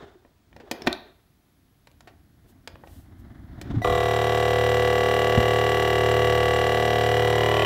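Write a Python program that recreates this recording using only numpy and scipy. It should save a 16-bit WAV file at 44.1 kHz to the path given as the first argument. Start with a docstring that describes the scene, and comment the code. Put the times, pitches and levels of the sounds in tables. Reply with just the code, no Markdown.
"""Vacuum sealer on a worktop

Close by, a hand presses a steel lid until it latches: damped blows, pings and thumps over rubbing skin.
Then a piston pump starts: modal hum, three valve slaps a turn, motor whine and puffs of exhaust noise.
The strain grows as the bag empties, delaying the slaps, over faint room air and kitchen reverberation."""
import sys
import numpy as np
from scipy import signal
from scipy.fft import rfft, irfft, next_fast_len
from scipy.io import wavfile

SR = 44100
rng = np.random.default_rng(int(sys.argv[2]) if len(sys.argv) > 2 else 0)


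def dump(signal):
    """Clip the signal to [-1, 1] and save it as 16-bit WAV at the path in sys.argv[1]."""
    limited = np.clip(np.atleast_2d(signal).T, -1, 1)
    pcm = np.round(limited * 32767).astype(np.int16)
    wavfile.write(sys.argv[1], SR, pcm)


N = 337365
TIME = np.arange(N) / SR
START = 3.8436  # first stroke of the pump, s
# crank speed of the pump: (time [s], speed [turns/s])
SPEED = [(3.84, 37.9), (4.6, 37.9), (5.2, 37.95), (6.5, 37.95), (7.0, 37.89), (7.3, 37.75), (7.65, 37.3)]


def amp(db):
    """Decibel law: a level in dB becomes an amplitude ratio."""
    return 10 ** (np.asarray(db) / 20)


def unit(x):
    """Equal-power reference: scales a signal to rms 1."""
    return x / np.sqrt(np.mean(x ** 2) + 1e-20)


def follow(rows):
    """Linear interpolation: each column of a time curve at every sample."""
    s, *columns = np.transpose(rows)
    return [np.interp(TIME, s, c) for c in columns]


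def read(points, hz):
    """Spectral interpolation: joins the points on a log-frequency axis."""
    f, value = np.transpose(points)
    return np.interp(np.log(hz + 1), np.log(f + 1), value)


def colour(x, points):
    """Linear filtering: shapes a spectrum that falls away steeply beyond its end points."""
    size = next_fast_len(len(x))
    hz = np.fft.rfftfreq(size, 1 / SR)
    low_skirt = np.minimum(hz / points[0][0], 1) ** 4
    high_skirt = np.minimum(points[-1][0] / (hz + 1), 1) ** 4
    gain = amp(read(points, hz)) * low_skirt * high_skirt
    return irfft(rfft(x, size) * gain, size)[:len(x)]


def noise(points):
    """Coloured noise: white noise filtered to a given spectrum, at rms 1."""
    return unit(colour(rng.standard_normal(N), points))


def wander(rate_hz):
    """Random modulation: noise under a Gaussian low-pass, rms 1 before interpolation."""
    spectrum = rfft(rng.standard_normal(N // 32))
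    hz = np.arange(len(spectrum)) * SR / N
    slow = unit(irfft(spectrum * np.exp(-(hz / rate_hz) ** 2)))
    return np.interp(TIME, np.linspace(0, N / SR, len(slow)), slow)


def add(mix, s, sound):
    """Superposition: adds a sound to the mix from time s."""
    part = mix[max(round(s * SR), 0):][:len(sound)]
    part += sound[:len(part)]


def pump(motor_lead=0.027, jitter=0.00069, loaded_db=1.55, free_db=-0.5):
    """Crank-driven sources: hum, valves and air share one crank phase, while the whine adds drive tones of
    fixed pitch; all vary with flow and strain."""
    flow_fade_s, strain_grow_s = 0.55, 0.27
    full_strain_s = 7.65  # time at which the growing strain reaches 1
    start_strain, start_ease_s = 0.46, 0.038  # the first strokes strain as the piston gets moving
    speed, = follow(SPEED)
    turns = np.cumsum(speed) / SR
    turns = turns - turns[round(START * SR)] + jitter * wander(12)
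    running_s = np.maximum(TIME - START, 0)
    flow = np.exp(-running_s / flow_fade_s)
    strain = start_strain * np.exp(-running_s / start_ease_s)
    strain = strain + np.exp((TIME - full_strain_s) / strain_grow_s)
    pumping = np.clip((TIME - START) / 0.0029, 0, 1)
    whining = np.clip((TIME - START + motor_lead) / .004, 0, 1)  # heard just before the first stroke
    works = pumping * exhaust(turns) + clatter(turns, flow, strain) + whining * whine(turns)
    works_db = loaded_db + (free_db - loaded_db) * flow  # louder as the flow dies away
    return pumping * hum(turns, flow, strain) + amp(works_db) * works


def hum(turns, flow, strain, level_db=-25.5, waver_db=1.48, count=38):
    """Modal excitation: two kicks a turn drive housing modes that colour the crank harmonics."""
    # piston kicks: (place [share of a turn], lag at strain 1 [share of a turn],
    # gain at strain 1 [dB], gain at full flow [dB])
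    kicks = [(0.133, -0.0034, 2, -2), (0.544, -0.033, 1.7, -2.5)]
    # housing modes: (frequency [Hz], width [Hz], signed swing from first kick [ratio],
    # signed swing from second kick [ratio])
    housing = [(77.4, 35.2, -0.47, -0.41), (101.0, 39.2, 0.91, 0.25), (260, 20, 0.013, 0.12),
               (355.2, 55, 0.25, -0.49), (416, 97, 0.071, 0.63), (491.4, 29.3, -0.63, 0.56),
               (584.8, 16.9, 0.35, 0.58), (679.6, 183, -0.88, -0.069), (715.4, 114.7, 1.315, 0.048),
               (936.5, 11, 0.2, -0.42), (1022, 22.7, 0.228, -0.24), (1136, 35, 0.26, -0.31),
               (1150, 14, -0.064, 0.334), (1382, 180, 0.00097, -0.011)]
    out = np.zeros(N)
    ring_hz, width_hz, *swings = np.transpose(housing)
    hz = np.arange(1, count + 1)[:, None] * SPEED[2][1]
    modes = 1 / (1 + 1j * (hz ** 2 - ring_hz ** 2) / (hz * width_hz))
    waver = [amp(waver_db * wander(1.5)) for _ in range(count)]
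    for (share, lag, strain_db, flow_db), swing in zip(kicks, swings):
        crank = np.exp(2j * np.pi * (turns - share - lag * strain))
        harmonic = amp(strain_db * strain + flow_db * flow)
        for answer, gain in zip(modes @ swing, waver):
            harmonic = harmonic * crank  # one harmonic higher
            out += gain * (answer * harmonic).real
    return amp(level_db) * out


def clatter(turns, flow, strain, level_db=-32, edge_db=-2, wet_db=-5, uneven=0.073):
    """Periodic impacts: valve flaps slap at set crank angles, later and with more edge under strain."""
    # valve slaps: (place [share of a turn], relative level [dB], decay [s],
    # lag at strain 1 [share of a turn])
    slap_rows = [(0.041, -5.5, 0.0011, 0.0477), (.13, -6, 0.0016, 0.0376), (.51, -12, .0009, 0.022)]
    # rattle near vacuum: (frequency [Hz], relative level [dB])
    loaded_spectrum = [(1250, -8), (1400, -4.5), (1700, -6.5), (1950, -2.5), (2250, -7.5), (2500, -13),
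                       (2850, -5.5), (3150, -7.5), (3500, -13), (3800, -12.5), (4300, -17.5), (5400, -22.5),
                       (6500, -23.5), (7000, -24)]
    # rattle while air flows freely: (frequency [Hz], relative level [dB])
    free_spectrum = [(1250, 6.5), (1550, -9), (1900, -9.5), (2300, -8.5), (2900, -13.5), (3300, -10.5),
                     (3800, -5), (4300, -24.5), (5400, -25.5), (7000, -22.5)]
    slaps, t = np.zeros(N), np.arange(SR // 40) / SR
    for share, db, decay, lag in slap_rows:
        angle = turns - share - lag * strain
        offset = ((angle + .5) % 1 - .5) * SR / SPEED[2][1]  # samples from the nearest slap
        pulses = np.exp(-offset ** 2 / 2) * (angle > -.5) * (1 + uneven * wander(40))
        slap = unit(rng.standard_normal(len(t)) * t * np.exp(-t / decay))  # swells, then dies
        slaps += amp(db) * signal.oaconvolve(pulses, slap)[:N]
    slaps = slaps + amp(wet_db) * kitchen(slaps)
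    out = flow * colour(slaps, free_spectrum) + (1 - flow) * colour(slaps, loaded_spectrum)
    out += amp(edge_db) * strain ** 2 * colour(slaps, [(2200, -11), (3100, -3), (4000, -28)])
    return amp(level_db) * out / np.std(out[TIME > START])


def whine(turns, waver=0.045, brush_db=-47):
    """Tonal machine noise: crank multiples and fixed drive tones over the hiss of the brushes."""
    # motor tones: (multiple of crank speed [ratio], relative level [dB])
    motor = [(100, -51.5), (108, -60.5)]
    # drive whistles of fixed pitch: (frequency [Hz], relative level [dB])
    drive = [(1972, -36), (5728, -58), (5916, -58.5)]
    tones = [(round(k) * turns, db) for k, db in motor]
    tones += [(hz * TIME, db) for hz, db in drive]
    lines = np.zeros(N)
    for cycles, db in tones:
        wavering = 1 + waver * wander(19)
        lines += amp(db) * np.sqrt(2) * wavering * np.cos(2 * np.pi * cycles)
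    brushes = noise([(400, 2.5), (1000, -11), (2000, -17), (4000, -10.5), (7000, -21), (15000, -18.0)])
    return lines + amp(brush_db) * brushes


def exhaust(turns, hiss_db=-46, rush_db=-45, flutter_db=1, whistle_flutter_db=3):
    """Modulated flow noise: the crank gates hiss and narrow-band whistles over a low rush of air."""
    # exhaust hiss: (frequency [Hz], relative level [dB])
    hiss_spectrum = [(3000, 7.5), (5000, -7), (6500, -8), (7300, -6), (8500, 0.5), (9200, -14),
                     (10300, -11.5), (11000, 1.5), (13100, -13), (14000, -2), (14400, -22), (15800, -25)]
    # air flow over one turn: (place [share of a turn], relative level [dB])
    puff_curve = [(.05, -13), (.16, 0), (.32, 1), (.45, -5), (.55, -4), (.64, -13)]
    # faint fluttering outlet whistles: (frequency [Hz], width [Hz], relative level [dB])
    whistles = [(7190, 300, -59), (7550, 87, -53), (8630, 350, -58.5), (13500, 330, -67), (13800, 220, -58)]
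    share, flow_db = np.transpose(puff_curve)
    puffs = amp(np.interp(turns % 1, share, flow_db, period=1) + flutter_db * wander(50))
    rush = noise([(40, -7), (125, -11), (220, -13), (480, 4), (1000, 5),
                  (1900, -8), (2400, -37), (3000, -2), (4500, -14)])
    air = amp(hiss_db) * noise(hiss_spectrum)
    for hz, width, db in whistles:
        whistle = signal.lfilter(*signal.iirpeak(hz, hz / width, SR), rng.standard_normal(N))
        air += amp(db + whistle_flutter_db * wander(25)) * unit(whistle)
    return puffs * air + np.sqrt(puffs) * amp(rush_db) * rush


def knocks(crack=3):
    """Impact response: a crack and short noise rattle excite the case; heavy is deeper, hard brighter."""
    # knocks and ticks on lid and case: (time [s], peak level [dB], weight as bass gain [dB],
    # hardness as treble slope [dB/octave], decay [s])
    blow_rows = [(0.249, -42.5, 9, -7, 0.0073), (0.529, -40.5, -16, -5, 0.0023),
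                 (0.564, -34.5, 3, 0.5, 0.0043), (0.6, -36, 2, -2, 0.014), (0.713, -15.5, 3, 4.5, 0.0046),
                 (0.82, -27, 9, 1, 0.0031), (0.865, -25, 21, 4, 0.0058), (0.871, -9.5, -16.5, -4, 0.0034),
                 (0.874, -7.5, -14.5, -2, 0.0032), (0.928, -20, -34, 2.5, 0.0019),
                 (1.872, -39, -4, 2, 0.0037), (1.915, -48, 4, 8, 0.0023), (2.007, -37, -6, 3.5, 0.0034),
                 (2.074, -36.5, -2, -0.3, 0.012), (2.675, -24.5, -6, 1.5, 0.0034),
                 (2.756, -37, -3, -4, 0.0028), (2.837, -31.5, -9, -17, 0.0039),
                 (2.873, -36, -2, -1, 0.0048), (3.614, -27, 1.5, 4.5, 0.0049),
                 (3.818, -21, -1, -14, 0.0025)]
    # case resonances: (frequency [Hz], width [Hz], gain [dB])
    case = [(320, 40, 2), (690, 430, 7.5), (1480, 150, 3.5), (1850, 180, 6.5), (2400, 180, 4.5),
            (3900, 500, -3)]
    # colour of a middling blow: (frequency [Hz], relative level [dB])
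    blow_colour = [(40, -14), (250, 1), (1200, -9), (4000, -12), (9000, -30), (16000, -35.5)]
    out, size = np.zeros(N), 4096
    t, hz = np.arange(size) / SR, abs(np.fft.fftfreq(size, 1 / SR))
    case_db = read(blow_colour, hz)
    for f, width, db in case:
        case_db = case_db + db / (1 + (2 * (hz - f) / width) ** 2)
    bass = read([(250, 1), (1200, 0)], hz)
    octaves = np.log2(np.clip(hz, 1200, 9000) / 1200)
    for s, peak_db, weight_db, hardness, decay in blow_rows:
        log_gain = np.log(amp(case_db + weight_db * bass + hardness * octaves))
        response = np.exp(np.conj(signal.hilbert(log_gain)))  # minimum phase: a causal ring
        blow = rng.standard_normal(size) * np.exp(-t / max(decay, .0002))
        blow[0] = crack
        sound = np.fft.ifft(np.fft.fft(blow) * response).real
        add(out, s, amp(peak_db) * sound / abs(sound).max())
    return out


def rings(rows):
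    """Damped oscillation: decaying sines that build up over about their first half cycle."""
    out, t = np.zeros(N), np.arange(SR // 5) / SR
    for s, hz, db, decay in rows:
        build_up = 2 * (1 - np.exp(-2 * hz * t))
        add(out, s, amp(db) * np.sin(2 * np.pi * hz * t) * np.exp(-t / decay) * build_up)
    return out


def hands(lumpy_db=2.5):
    """Friction noise: skin leans and shifts on the case as lumpy rumble, dry rub and light swishes."""
    # rumble, rub, leaning rub and swish spectra, each: (frequency [Hz], relative level [dB])
    rumble_spectrum, rub_spectrum = [(15, -39), (25, -17), (53, 3.5), (91, 2), (177, -8.5), (297, -6.5),
                                     (343, -13), (454, -33), (600, -37.5), (780, -56), (1320, -120)], [(300, -8), (380, 2.5), (520, -10), (700, -4.5),
                                                     (850, -11.5), (1150, -14.5), (1700, -15),
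                                                     (2100, -20.5), (2400, -28), (3100, -24.5), (3600, -22),
                                                     (4300, -31), (7000, -39)]
    lean_spectrum, swish_spectrum = [(500, -8.5), (720, 2), (850, -6), (1700, -6.5), (2100, -8.5),
                                     (2400, -24.5), (3500, -18.5), (4500, -25), (7000, -34.5)], [(3000, 0), (5000, -4), (11000, -2.5), (15000, 0),
                                                       (16000, -18)]
    # brief shifts of hands and shaken case: (time of peak [s], rumble level [dB], rub level [dB])
    shifts = [(.01, -48, -43), (.55, -56, -68), (.78, -58, -43), (.9, -51, -46), (1.06, -63, -54),
              (2.11, -53, -64), (2.49, -63.5, -64), (3.12, -55, -65), (3.74, -28, -42), (3.92, -29.5, -52)]
    # swishes of skin on steel: (time of peak [s], level [dB], half length [s])
    swishes = [(2.498, -64.5, 0.023), (2.947, -61.5, 0.091), (3.2, -68, .015)]
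    # the lean grows steadily in dB until the pump starts
    lean_rumble_db, lean_rub_db = -38, -53.5
    rumble_growth, rub_growth = 12.5, 15  # dB per s
    ahead_s = np.maximum(START - TIME, 0)
    letting_go = np.where(TIME < START, 1, swell(START))
    rumble = letting_go * amp(lean_rumble_db - rumble_growth * ahead_s)
    lean = letting_go * amp(lean_rub_db - rub_growth * ahead_s) * noise(lean_spectrum)
    rub = 0
    for s, rumble_db, rub_db in shifts:  # powers add
        rumble = np.hypot(rumble, amp(rumble_db) * swell(s))
        rub = np.hypot(rub, amp(rub_db) * swell(s))
    lumps = unit(amp(lumpy_db * wander(35)))
    swish = sum(amp(db) * np.exp(-((TIME - s) / half) ** 2) for s, db, half in swishes)
    skin = rumble * noise(rumble_spectrum) + rub * noise(rub_spectrum) + lean
    return lumps * skin + swish * noise(swish_spectrum)


def swell(s, rise_s=0.073, fade_s=0.076):
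    """Exponential envelope: a movement builds up to its peak at time s and dies away."""
    return np.exp(np.minimum((TIME - s) / rise_s, (s - TIME) / fade_s))


def kitchen(x):
    """Diffuse reverberation: dense random reflections, each band decaying at its own rate."""
    # reverberation by band: (frequency [Hz], 60 dB decay time [s], relative level [dB])
    bands = np.array([(100.2, 0.43, -1), (408, 0.35, 7), (2070, 0.42, -2), (4180, 0.45, -5.5),
                      (5190, 0.32, -3), (8000, 0.095, -4), (15100, 0.6, -3.5)])
    taps = rng.standard_normal(SR) * (np.arange(SR) > .004 * SR)  # silent for the first 4 ms
    hz, t, z = signal.stft(taps, SR, nperseg=256)
    t60 = read(bands[:, [0, 1]], hz)[:, None]
    db = read(bands[:, [0, 2]], hz)[:, None]
    tail = signal.istft(z * amp(db - 60 * t / t60), SR, nperseg=256)[1]
    return signal.fftconvolve(x, tail / np.linalg.norm(tail))[:N]


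def tone(hz, db):
    """Pure tone: a steady sine of given rms level."""
    return amp(db) * np.sqrt(2) * np.sin(2 * np.pi * hz * TIME)


def floor(level_db=-63.5, wake_s=.93, wake_db=-79):
    """Stationary background: room-air noise and a high whine, joined by electronics as the lid latches."""
    # room air: (frequency [Hz], relative level [dB])
    air_spectrum = [(15, -39.5), (25, -8), (86, -0.5), (189, -9), (307, -10.5), (540, -22), (707, -17.5),
                    (809, -22), (1680, -23.5), (2950, -28.5), (3290, -26), (9930, -37), (12000, -34.5),
                    (15700, -36.5)]
    # faint steady whine of the electronics: (frequency [Hz], level [dB])
    electronics = [(14379, -91)]
    # thin hiss of the electronics: (frequency [Hz], relative level [dB])
    hiss_spectrum = [(10500, -7), (11300, 0), (12300, -2), (13000, -15)]
    awake = sum(tone(hz, db) for hz, db in electronics) + amp(wake_db) * noise(hiss_spectrum)
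    return amp(level_db) * noise(air_spectrum) + tone(15622, -84.5) + (TIME > wake_s) * awake


def scene(knock_wet_db=-11, latch_wet_db=-8, thump_wet_db=-17):
    """Superposition: pump, blows and hands over the floor, with the kitchen answering the blows."""
    # pings of the latch springs: (time [s], frequency [Hz], nominal level [dB], decay [s])
    latch = [(.8215, 5370, -36, 0.002), (.929, 3770, -23.5, 0.0016), (.929, 4020, -31, 0.0033)]
    # thumps of lid and bag, and the jolt of the case as the pump starts:
    # (time [s], frequency [Hz], nominal level [dB], decay [s])
    thump_rows = [(.06, 386, -54, 0.011), (.155, 356, -48.5, 0.011), (.53, 84.5, -58, 0.013),
                  (.635, 402, -45.5, 0.012), (.871, 244, -16, 0.005), (.877, 340, -16, 0.0057),
                  (.884, 58, -35.5, .012), (1.3, 129, -51, 0.007), (3.742, 296, -24.5, 0.0088),
                  (3.766, 112, -15, 0.014), (3.775, 193, -24.5, .012), (2.833, 105, -44, 0.0063),
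                  (2.972, 80, -39, 0.011), (3.82, 740, -35.5, 0.012), (3.846, 1190, -33, 0.07),
                  (5.375, 114, -11, 0.0074), (5.377, 225, -12.5, 0.0052), (5.382, 62.4, -16, 0.013)]
    blows, pings, thumps = knocks(), rings(latch), rings(thump_rows)
    room = kitchen(amp(knock_wet_db) * blows + amp(latch_wet_db) * pings + amp(thump_wet_db) * thumps)
    return (pump() + blows + pings + thumps + hands() + room + floor())[None]


def record(dry, edge_hz=15800):
    """Band limiting: a linear-phase low-pass removes the highest treble."""
    low_pass = signal.firwin(511, edge_hz, window=("kaiser", 9), fs=SR)
    return signal.oaconvolve(dry, low_pass[None], "same")


dry = scene()
out = record(dry)
dump(out)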